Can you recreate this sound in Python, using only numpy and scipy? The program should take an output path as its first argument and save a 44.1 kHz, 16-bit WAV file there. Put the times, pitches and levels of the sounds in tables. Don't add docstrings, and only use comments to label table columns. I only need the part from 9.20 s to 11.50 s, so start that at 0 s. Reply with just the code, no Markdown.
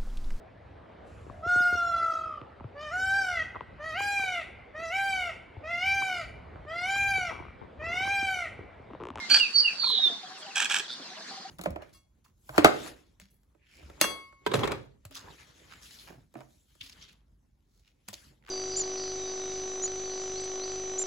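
import sys
import numpy as np
from scipy import signal
from scipy.fft import rfft, irfft, next_fast_len
from scipy.io import wavfile
from scipy.ndimage import uniform_filter1d, map_coordinates

SR = 44100
rng = np.random.default_rng(int(sys.argv[2]) if len(sys.argv) > 2 else 0)


def wav_out(sig):
    wavfile.write(sys.argv[1], SR, np.round(np.clip(np.atleast_2d(sig).T, -1, 1) * 32767).astype(np.int16))


def makeup_ratio(level_db):
    decades = np.asarray(level_db, float) / 20
    return 10 ** decades


N = 101429
T = np.arange(N) / SR


def unit(x):
    return x / np.sqrt(np.mean(x ** 2) + 1e-20)


def along(points, hz):
    f, v = np.transpose(points)
    return np.interp(np.log(hz + 1), np.log(f + 1), v)


def wobble(rate):
    return map_coordinates(rng.standard_normal(int(N * rate / SR) + 4), [T * rate])


def filtered(x, response):
    m = next_fast_len(N + 8192)
    return irfft(rfft(x, m) * response(np.fft.rfftfreq(m, 1 / SR)), m)[..., :N]


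def resonant(x, peaks):
    def response(f):
        total = 0
        for k, (centre, width, db) in enumerate(peaks):
            damping = 1j * f * width
            total = total + (-1) ** k * makeup_ratio(db) * damping / (centre * centre - f * f + damping)
        return total
    return filtered(x, response)


def swell(start, length, rise):
    ramp = np.interp(T, [start, start + rise * length, start + length], [0, 1, 0])
    return np.sin(np.pi / 2 * ramp) ** 2


def placed(x, pan_db, lag, echo_db):
    # pitch_hz, t60_s
    reeds = [(500, 0.38), (2700, 0.26), (4500, 0.44), (10000, 0.18)]
    side = np.array([[.5], [-.5]])
    x = filtered(x, lambda hz: 1 / (1 + (hz / 15100) ** 4))
    direct = filtered(x, lambda hz: makeup_ratio(pan_db * side) * np.exp(2j * np.pi * hz * lag * side / SR))
    hz, t, z = signal.stft(rng.standard_normal((2, SR // 2)), SR, nperseg=256)
    tail = signal.istft(z * makeup_ratio(-60 * t / along(reeds, hz)[:, None]), SR, nperseg=256)[1]
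    tail = tail / np.linalg.norm(tail[0])
    late = np.pad(x, (300, 0))[None]
    return direct + makeup_ratio(echo_db) * signal.fftconvolve(late, tail, axes=1)[:, :N]


def air_and_insects():
    # time_s, level_db
    loudness = [(0, -41), (.4, -45), (2.3, -44.5)]
    # pitch_hz, level_db (per Hz)
    colour = [(200, -12.5), (500, -16.5), (1700, -11.5), (2600, -20), (4300, -10), (6500, -20),
              (10000, -38), (15500, -58.5)]
    # pitch_hz, likeness (0-1)
    alike = [(60, 1), (250, 0.81), (1500, 0.48), (5000, 0.42), (12000, 0.25)]
    lead = 3.08
    z = signal.stft(rng.standard_normal((2, N + 512)), nperseg=512)[2]
    patches = uniform_filter1d(rng.standard_normal(z.shape[1:]), 5, 0)
    patches = uniform_filter1d(patches, 6, 1)
    pair = signal.istft(z * makeup_ratio(2.5 * unit(patches)), nperseg=512)[1][:, :N]

    def spread(hz):
        angle = np.arccos(np.clip(along(alike, hz), -1, 1)) / 2
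        return makeup_ratio(along(colour, hz)) * np.array([np.cos(angle), np.sin(angle)])

    mid, side = filtered(pair, spread)
    sign = np.array([[1], [-1]])
    ports = filtered(np.array([mid + side, mid - side]), lambda hz: np.exp(1j * np.pi * hz * lead * sign / SR))
    return unit(ports) * makeup_ratio(np.interp(T, *np.transpose(loudness)) + wobble(8))


def buzz_band(hz, width):
    peak = [(hz, width, 0)]
    return unit(resonant(resonant(rng.standard_normal(N), peak), peak))


def far_birds():
    # start_s, length_s, from_hz, to_hz, level_db
    chirps = [(.24, .05, 6600, 5600, -54), (1.065, .014, 3350, 3250, -45), (1.145, .04, 3200, 2500, -51),
              (1.22, .016, 3300, 3250, -43), (1.26, .012, 3300, 2400, -49), (1.29, .04, 3150, 2300, -48),
              (1.628, .042, 4500, 2950, -43), (1.815, .03, 3700, 2750, -50), (1.84, .045, 2800, 2700, -53),
              (1.885, .02, 6600, 5800, -55), (1.9, .04, 5800, 5550, -54), (1.935, .02, 5800, 6400, -55),
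              (2.02, .03, 6500, 5700, -52), (2.065, .02, 5600, 6700, -54), (2.075, .025, 7050, 7000, -53),
              (2.085, .025, 5500, 5450, -54), (2.15, .045, 4250, 4150, -52), (2.21, .04, 5000, 4750, -51),
              (2.245, .03, 4700, 4300, -52), (2.28, .02, 2700, 3000, -51), (1.96, .03, 3200, 2400, -49),
              (2.18, .035, 5200, 5050, -54)]
    # start_s, length_s, pitch_hz, level_db
    coos = [(0.707, 0.073, 440, -51.5), (0.858, 0.018, 350, -47.5), (0.869, 0.093, 710, -47.5),
            (0.897, 0.0079, 400, -39.5), (1.029, 0.043, 750, -45), (1.08, 0.12, 745, -51),
            (1.221, 0.058, 620, -50.5), (1.26, 0.058, 770, -48.5), (1.904, 0.037, 750, -44),
            (1.959, 0.081, 640, -49.5), (2.106, 0.057, 765, -43.5), (2.166, 0.054, 740, -47.5),
            (2.245, 0.037, 765, -44.5)]
    # start_s, length_s, pitch_hz, level_db, upper_hz, upper_level_db
    buzzes = [
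        (.215, .07, 3700, -43, 4500, -55),
        (1.68, .08, 3620, -39, 4500, -41),
    ]
    x = 0
    for s, length, from_hz, to_hz, db in chirps:
        hz = np.interp(T, [s, s + length], [from_hz, to_hz])
        tone = np.sin(2 * np.pi * np.cumsum(hz) / SR + .8 * wobble(150))
        x = x + makeup_ratio(db - 2 + 3 * wobble(150)) * swell(s, length, 0.5) ** .5 * tone
    for s, length, hz, db in coos:
        tone = np.sin(2 * np.pi * np.cumsum(hz * (1 + .035 * wobble(60))) / SR)
        x = x + makeup_ratio(db - 1.5 + 4 * wobble(70)) * swell(s, length, .35) ** .5 * tone
    for s, length, hz, db, up_hz, up_db in buzzes:
        beat = (1 + 0.52 * np.sin(2 * np.pi * 125 * T)) * swell(s, length, 0.23) ** 0.3
        x = x + beat * (makeup_ratio(db) * buzz_band(hz, 400) + makeup_ratio(up_db) * buzz_band(up_hz, 900)) / 2
    return placed(np.sqrt(2) * x, 0.93, 0, -9)


def stems_and_leaves():
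    # start_s, level_db, hollow_hz, snap_db (over the knock)
    knocks = [(0.0192, -39.5, 216, -36), (0.12, -31, 277, -11), (0.64, -27.5, 960, -32.5),
              (0.634, -27, 1350, -27), (0.67, -28, 1040, -27), (.7, -26.5, 1034, -16),
              (.79, -30.5, 763, -44), (0.69, -37, 258, -30), (0.64, -32, 2400, -21), (0.9, -33, 453, -32),
              (1.6, -34.5, 412, -30), (1.8, -37, 283, -35), (0.92, -35, 307, -32), (2.008, -38, 1650, -25),
              (1.7, -34.5, 1400, -44.5)]
    # start_s, length_s, level_db
    rustles = [
        (.15, .65, -60),
        (.67, .05, -54),
        (1.17, .06, -58),
        (1.7, .06, -59),
    ]
    # pitch_hz, level_db
    leaf_colour = [(2000, -26), (5000, -10), (8000, 11.5), (10000, 3), (14000, -19.5)]
    out = 0
    for s, db, hz, snap_db in knocks:
        t = np.clip(T - s, 0, None)
        ring = makeup_ratio(-60 * t / .045) * np.sin(2 * np.pi * hz * t + wobble(250))
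        ring = ring * (1 - np.exp(-t / .002))
        snap = makeup_ratio(snap_db - 60 * t / 0.046) * rng.standard_normal(N)
        out = out + makeup_ratio(db) * (T > s) * (ring + snap)
    grains = rng.standard_normal((2, N)) * makeup_ratio(2.9 * wobble(300))
    leaf = unit(filtered(grains, lambda hz: makeup_ratio(along(leaf_colour, hz))))
    rub = sum(makeup_ratio(db) * swell(s, length, 0.32) ** .5 for s, length, db in rustles)
    return placed(out, 0, 0, -12) + leaf * rub


def churring_bird():
    # start_s, level_db, pulse_rate_hz
    calls = [
        (0.0975, -18, 786.4),
        (1.3555, -17, 812.4),
        (1.496, -17, 800.6),
    ]
    # delay_s, length_s, level_db, brightness_db
    puffs = [(.0005, 0.0057, -5, 4), (.009, .012, -5.5, -3), (.022, 0.0089, -8.5, 3),
             (0.0432, 0.0039, -7, -8.5), (0.0464, 0.0045, 2.5, 2), (.057, 0.0074, -6.5, -4.5),
             (0.064, 0.011, -2.5, -0.5), (.078, 0.0043, -7, -3.5), (.089, .005, -5.5, 6.5),
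             (0.096, 0.0098, -9.5, 2.5), (0.1, 0.013, -14, -2.5)]
    # pitch_hz, width_hz, level_db
    throat = [(2390, 310, 1), (3260, 340, 3), (3900, 400, -7)]
    # pitch_hz, width_hz, level_db
    rasp = [(5570, 900, -6.5), (7830, 1030, -6.5), (11370, 1100, -19), (13700, 2200, -21)]
    # pitch_hz, width_hz, level_db
    chest_peaks = [
        [(550, 600, -18), (1460, 280, 0)],
        [(750, 600, -18), (1630, 260, 1)],
    ]
    breath = .5
    out = 0
    for s, db, hz in calls:
        cycle = np.cumsum(hz * (1 + .065 * wobble(350))) / SR
        pulses = np.diff(np.floor(cycle), prepend=0) * makeup_ratio(2 * wobble(500))
        gated = rng.standard_normal(N) * (1 + np.cos(2 * np.pi * cycle))
        source = unit((1 - breath) * unit(pulses) + breath * unit(gated))
        chest = low = high = makeup_ratio(-11) * swell(s - .012, .115 + .025, .2)
        for delay, length, level, bright in puffs:
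            chest = chest + makeup_ratio(level - bright) * swell(s + delay, 1.6 * length, .3)
            low = low + makeup_ratio(level + min(bright, 0)) * swell(s + delay, 1.5 * length, .3)
            high = high + makeup_ratio(level + .6 * bright - 1) * swell(s + delay, 1.3 * length, .25)
        beak = (1 + np.tanh(2 * wobble(60) + 1)) / 2
        voice = resonant(source * chest * (1 - beak), chest_peaks[0])
        voice = voice + resonant(source * chest * beak, chest_peaks[1])
        voice = voice - resonant(source * low, throat) + resonant(source * high, rasp)
        norm = np.std(resonant(source, throat))
        out = out + placed(makeup_ratio(db - 6.5) * voice / norm, -4, -1.4, -10)
    return out


def whistle(rows, burr_hz):
    s, *cols = np.transpose(rows)
    hz, db, burr = [np.interp(T, s, c) for c in cols]
    flutter = 2 * np.pi * np.cumsum(burr_hz * (1 + .13 * wobble(220))) / SR
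    phase = 2 * np.pi * np.cumsum(hz) / SR
    fall = .6 if burr_hz < 0 else .45
    comb = 0
    for k in range(4):
        sideband = np.sin(phase + (k + 1) * flutter + 1.5 * wobble(120))
        comb = comb + fall ** k * makeup_ratio(3 * wobble(200)) * sideband
    shake_db = 4 * (.4 + 2 * burr) * (np.tanh(wobble(130)) - .4)
    pure = makeup_ratio(shake_db) * np.sin(phase + 1.3 * burr * wobble(200))
    tone = (pure + .7 * burr * comb) * makeup_ratio(db + 0.5) * np.sqrt(2)
    return placed(tone * (T >= s[0]) * (T < s[-1]), -7.5, -2.1, -7)


def whistling_bird():
    # time_s, pitch_hz, level_db, burr (0-1)
    high_notes = [
        [(.092, 4520, -50, 0), (.102, 4520, -29, 0), (.12, 4490, -14, 0), (.129, 4500, -31, .1),
         (.138, 4570, -17, .4), (.157, 4600, -18, .6), (.175, 4440, -22, .4), (.192, 4350, -45, 0)],
        [(.33, 4570, -46, 0), (.348, 4540, -28, 0), (.361, 4490, -16, 0), (.369, 4500, -21, 0),
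         (.382, 4530, -19, .6), (.4, 4620, -21, .8), (.417, 4420, -25, .3), (.432, 4280, -42, 0)],
    ]
    # time_s, pitch_hz, level_db, burr (0-1)
    low_notes = [
        [(.188, 2960, -45, 0), (.2, 2860, -29, 0), (.213, 2830, -19, 0), (.227, 2770, -28, 0),
         (.238, 2650, -23, 0), (.248, 2600, -35, .2), (.256, 2520, -31, .3), (.285, 2330, -46, .4)],
        [(.425, 2960, -52, 0), (.448, 2840, -28, 0), (.463, 2820, -21, 0), (.473, 2770, -31, 0),
         (.482, 2645, -23, 0), (.494, 2590, -32, .2), (.505, 2480, -35, .3), (.53, 2330, -48, .4)],
    ]
    # time_s, pitch_hz, level_db, burr (0-1)
    glide = [(.575, 4600, -44, .5), (.594, 4570, -41, .3), (.599, 4550, -23, .1), (.61, 4500, -30, .3),
             (.628, 4430, -25, .3), (.66, 4280, -28, .6), (.72, 4080, -28, .95), (.79, 3860, -27, .6),
             (.808, 3800, -31, .1), (.832, 3730, -27, 0), (.84, 3700, -16, 0), (.857, 3600, -24, 0),
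             (.876, 3530, -22, .1), (.9, 3440, -42, 0)]
    # time_s, pitch_hz, level_db, burr (0-1)
    fading = [
        (0, 2168, -40, 0.0088),
        (.04, 2082, -40.5, 0.0042),
        (.07, 2115, -61, 0.0035),
    ]
    short_notes = sum(whistle(rows, 190) for rows in high_notes + low_notes + [fading])
    return short_notes + whistle(glide, -230)


def scene():
    return air_and_insects() + far_birds() + stems_and_leaves() + churring_bird() + whistling_bird()


def roll_off(x):
    return signal.sosfilt(signal.butter(12, 15820, fs=SR, output="sos"), x)


def record(dry):
    def camera(hz):
        treble = (hz < 15820) / (1 + (hz / 15300) ** 40)
        wind_cut = 0.009 + 1 / np.sqrt(1 + (171.5 / (hz + 1)) ** 10)
        return treble * wind_cut
    return roll_off(filtered(dry, camera))


dry = scene()
out = record(dry)
wav_out(out)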